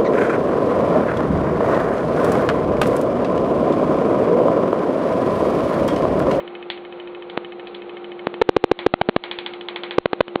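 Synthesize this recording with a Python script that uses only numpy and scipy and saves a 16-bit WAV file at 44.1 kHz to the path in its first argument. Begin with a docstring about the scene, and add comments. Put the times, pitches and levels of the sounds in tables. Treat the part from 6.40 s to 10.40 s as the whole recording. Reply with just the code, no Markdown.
"""One microphone at a bench in a room: over a steady hum, an ignition coil ticks about 13 times a second.
In the first 1.5 s a few firings jump the gap between two tin cans, with a snap that rings cans and room.
Others leak into the microphone's amplifier as overloaded pops, and the strong ones choke it for a moment:
a lone pop near 1 s, then a loud run from 1.9 to 2.8 s with one snap in it.
A run of snaps follows until 3.5 s, and the pops return to the end."""
import sys
import numpy as np
from scipy import signal
from scipy.fft import rfft, irfft
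from scipy.io import wavfile
from scipy.ndimage import uniform_filter1d

SR = 44100
rng = np.random.default_rng(int(sys.argv[2]) if len(sys.argv) > 2 else 0)


def digitize_waveform(pressure):
    """Quantize a signal to 16-bit integers and store it at the path in sys.argv[1].

    Rows of a 2-D input are taken as channels; values are limited to [-1, 1].
    """
    field = np.atleast_2d(pressure).T
    bounded = np.clip(field, -1, 1)
    quanta = np.round(bounded * 32767).astype(np.int16)
    wavfile.write(sys.argv[1], SR, quanta)


N = 176400

# hum in the background (frequency [Hz], level before swell and waver [dB])
HUM_TONES = [(352.4, -36.5), (202.4, -56), (412.6, -51.5), (743, -59), (774.5, -52.5)]
# slow swell of the hum (time [s], gain [dB])
HUM_SWELL = [(0, -0.5), (.5, -1), (1.5, 1.5), (2.5, 1), (4, -0.5)]
# rush of air around the hum (frequency [Hz], relative level [dB])
AIR_SPECTRUM = [(30, -33), (100, -28), (150, -15), (205, -4.5), (260, -10.5), (320, -5.5), (420, -4),
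                (500, 1.5), (620, -8.5), (770, -6.5), (1000, -11), (1300, -11), (1700, -21.5), (2300, -19),
                (3300, -25.5), (4500, -33)]
# hiss of the microphone's amplifier (frequency [Hz], relative level [dB])
HISS_SPECTRUM = [(50, -5), (200, -8), (1000, -2), (3200, -4.5), (4200, -7), (5000, -24.5)]
# reverberation of the room around the bench (frequency [Hz], relative level [dB])
ROOM_SPECTRUM = [(80, -31), (250, -10.5), (800, -1), (1500, 0.5), (1800, -2.5), (2200, 3.5), (2900, -0.5),
                 (3430, -1), (3900, -6.5), (4600, -10)]
# rasp of a tick at the coil (frequency [Hz], relative level [dB])
TICK_SPECTRUM = [(80, -26.5), (500, -13), (1300, -5), (2500, -1), (3500, -0.5), (4600, -7)]
# ring of the coil (frequency [Hz], level against the rasp [dB], decay [s])
COIL_RING = [(1826, -2, .005), (2166, 3.5, 0.0056), (2543, 3.5, 0.0055), (2990, 4.5, 0.005),
             (3120, -6.5, 0.0078)]
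# crack of a spark between the cans (frequency [Hz], relative level [dB])
SNAP_SPECTRUM = [(80, -31), (250, -14.5), (700, 3.5), (1400, -0.5), (1800, -3), (2200, 5), (2900, 0),
                 (3430, 0), (3900, -3), (4600, -7.5)]
# ring of the cans (frequency [Hz], level against the crack [dB], decay [s])
CAN_RING = [(1990, -6.5, 0.003), (2227, -6.5, 0.0043), (3453, -3.5, 0.0027), (4580, -3.5, 0.0012)]
# sparks across the gap (time [s], relative level [dB], brightness [dB/octave])
GAP_SPARKS = [(.3016, -22, 5), (.8996, -38, 5.5), (1.2725, -41.5, 10), (1.349, -34.5, 5),
              (2.3905, -19.5, -1), (2.8388, -20, -1), (2.9135, -20.5, 0.5), (2.9882, -23, 1.5),
              (3.063, -21.5, 0), (3.137, -33.5, 2), (3.2115, -37.5, 5), (3.2865, -22.5, -1),
              (3.361, -22, -1), (3.4354, -21, -0.5), (3.5097, -22, 0.5)]
# discharges picked up by the microphone lead
# (time [s], overdrive [dB], restrike spacing [ms], first restrike overdrive [dB], restrikes [count])
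DISCHARGES = [(.9759, 2.5, 0, 0, 0), (1.8707, 6, 0, 0, 0), (1.9415, -10.5, 0, 0, 0),
              (2.0155, 15, 2.26, 19, 3), (2.0908, 21.5, 2.5, 13, 1), (2.1653, 27.5, 2.5, 17, 1),
              (2.2401, 16.5, 2.5, 12.5, 1), (2.3147, 24.5, 2.5, 17, 1), (2.464, 27, 2.5, 23, 1),
              (2.539, 22, 1.53, 6.5, 2), (2.614, 12, 1.32, 13.5, 2), (2.6888, 21, 5, 2, 1),
              (2.7635, 26.5, 1.8, 3.5, 2), (3.5829, 33, 2.5, 18, 1), (3.6575, 18.5, 2, 4.5, 1),
              (3.7322, 7, 2.5, -3.5, 1), (3.8064, 26.5, 2, 14.5, 2), (3.8814, -11.5, 0, 5, 0),
              (3.9557, -10, 2.5, 9.5, 1)]


def undb(db):
    """Decibels to gain."""
    return 10 ** (np.asarray(db) / 20)


def noise(points, size=N):
    """Noise of rms 1 with a spectrum of (frequency [Hz], relative level [dB]) points."""
    hz, db = np.array(points, float).T
    bins_hz = np.maximum(np.arange(size // 2 + 1) * SR / size, 1)
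    magnitude = undb(np.interp(np.log(bins_hz), np.log(hz), db))
    wave = irfft(magnitude * np.exp(2j * np.pi * rng.random(len(bins_hz))), size)
    return wave / wave.std()


def drift(rate_hz):
    """Slow random wander with a spread of 1."""
    step = int(SR / rate_hz)
    wander = uniform_filter1d(np.repeat(rng.standard_normal(N // step + 1), step), step)[:N]
    return wander / wander.std()


def add(out, start_s, sound):
    """Mix a sound in at a time."""
    i = max(int(start_s * SR), 0)
    out[i:i + len(sound)] += sound[:max(N - i, 0)]


def tilted(sound, db_per_octave):
    """Brighten or dull a sound by tilting its spectrum about 2 kHz."""
    octaves = np.log2(np.clip(np.fft.rfftfreq(len(sound), 1 / SR), 500, 5000) / 2000)
    return irfft(rfft(sound) * undb(db_per_octave * octaves), len(sound))


def hum(waver_db=1.17, waver_hz=.38):
    """Behind everything, a slightly wavering motor-like hum in a rush of air."""
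    tones = np.zeros(N)
    for hz, db in HUM_TONES:
        amplitude = np.sqrt(2) * undb(db + waver_db * drift(9.9))
        phase = 2 * np.pi * np.cumsum(hz + waver_hz * drift(5)) / SR
        tones += amplitude * np.sin(phase)
    swell = undb(np.interp(np.arange(N) / SR, *np.array(HUM_SWELL).T))
    air = noise(AIR_SPECTRUM) * undb(-40 + .82 * drift(11))
    return tones * swell + air


def bench_cracks(events, spectrum, modes, decay_s, room_db, echo_gain=0):
    """Cracks with ringing modes and a room tail; all come from one spot, so they repeat nearly alike."""
    room_t60_s, room_onset_s, echo_s = .24, .0057, .0105
    fresh_share, ring_scatter_db = .22, 2.5
    t = np.arange(SR // 3) / SR
    rings = np.array([undb(db) * np.exp(-t / ring_s) * np.sin(2 * np.pi * hz * t)
                      for hz, db, ring_s in modes])
    tail = undb(room_db - 60 * t / room_t60_s) * np.minimum(t / room_onset_s, 1) ** 2
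    end_fade = np.minimum(1, 10 * (1 - t / t[-1]))

    def crack():
        return np.exp(-t / decay_s) * noise(spectrum, len(t)) + tail * noise(ROOM_SPECTRUM, len(t))

    out, shared = np.zeros(N), crack()
    for start_s, db, brightness in events:
        ring = undb(ring_scatter_db * rng.standard_normal(len(modes))) @ rings
        sound = ring + np.sqrt(1 - fresh_share) * shared + np.sqrt(fresh_share) * crack()
        sound = undb(db) * tilted(sound, brightness) * end_fade
        add(out, start_s, sound)
        add(out, start_s + echo_s, echo_gain * sound)  # first reflection to reach the microphone
    return out


def coil_ticks(period_s=.0746, scatter_db=.53):
    """The coil on the bench ticks and rings at every firing."""
    firings = np.arange(.003, N / SR, period_s)
    ticks = [(start_s, -39.5 + scatter_db * rng.standard_normal(), 0) for start_s in firings]
    return bench_cracks(ticks, TICK_SPECTRUM, COIL_RING, decay_s=.0046, room_db=-17.5)


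def sparks():
    """Sparks jump the gap, ringing the cans and the room."""
    return undb(2.8) * bench_cracks(GAP_SPARKS, SNAP_SPECTRUM, CAN_RING,
                                    decay_s=.0031, room_db=-11, echo_gain=undb(-15))


def lead_spikes(decay_ms=.35, backswing_ms=11, restrike_fade_db=9):
    """Voltage induced in the microphone lead: a strike, then fading restrikes; 1 is the amplifier's limit."""
    ms = np.arange(SR // 8) / SR * 1000
    spike = np.exp(-ms / decay_ms) - undb(-29.5) * np.exp(-ms / backswing_ms)
    out = np.zeros(N)
    for start_s, db, gap_ms, restrike_db, count in DISCHARGES:
        add(out, start_s, undb(db) * spike)
        for k in range(count):
            add(out, start_s + (k + 1) * gap_ms / 1000, undb(restrike_db - k * restrike_fade_db) * spike)
    return out


def choke(spikes, depth_db=12, recovery_s=.021):
    """Gain of the microphone: overload builds up a charge that turns it down until it has leaked away."""
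    excess = np.maximum(spikes - 1, 0) * 1000 / SR
    charge = signal.lfilter([1], [1, -np.exp(-1 / (recovery_s * SR))], excess)
    return undb(-depth_db * np.tanh(1.83 * charge))


def pops(spikes, slew_hz=7500, coupling_hz=294.6, coupling_q=.98, bass_leak=.39):
    """The microphone's amplifier flattens each spike, rounds its edge and drains its bass."""
    flat = np.clip(spikes, -.31, 1)
    rounded = signal.lfilter(*signal.butter(1, slew_hz, fs=SR), flat)
    w = 2 * np.pi * coupling_hz
    coupling = signal.bilinear([1, bass_leak * w, 0], [1, w / coupling_q, w * w], SR)
    return undb(-.95) * signal.lfilter(*coupling, rounded)


def scene():
    """Hum, ticks and snaps cross the air to the microphone; pops and hiss arise in its amplifier."""
    spikes = lead_spikes()
    airborne = hum() + coil_ticks() + sparks()
    hiss = undb(-54.5) * noise(HISS_SPECTRUM)
    return (hiss + airborne * choke(spikes) + pops(spikes))[None]


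def record(dry, band_hz=4384, soften_hz=7900, top_hz=16500):
    """A narrow-band mono camera recorder; the tallest pops clip, and the output softens their edge."""
    lowpass = signal.firwin(121, band_hz, fs=SR, window=("kaiser", 7))
    narrow = signal.fftconvolve(dry, lowpass[None], "same", axes=1)
    clipped = np.clip(narrow, -.99, .99)
    softened = signal.lfilter(*signal.butter(1, soften_hz, fs=SR), clipped)
    return signal.sosfilt(signal.ellip(8, .2, 70, top_hz, fs=SR, output="sos"), softened)


dry = scene()
out = record(dry)
digitize_waveform(out)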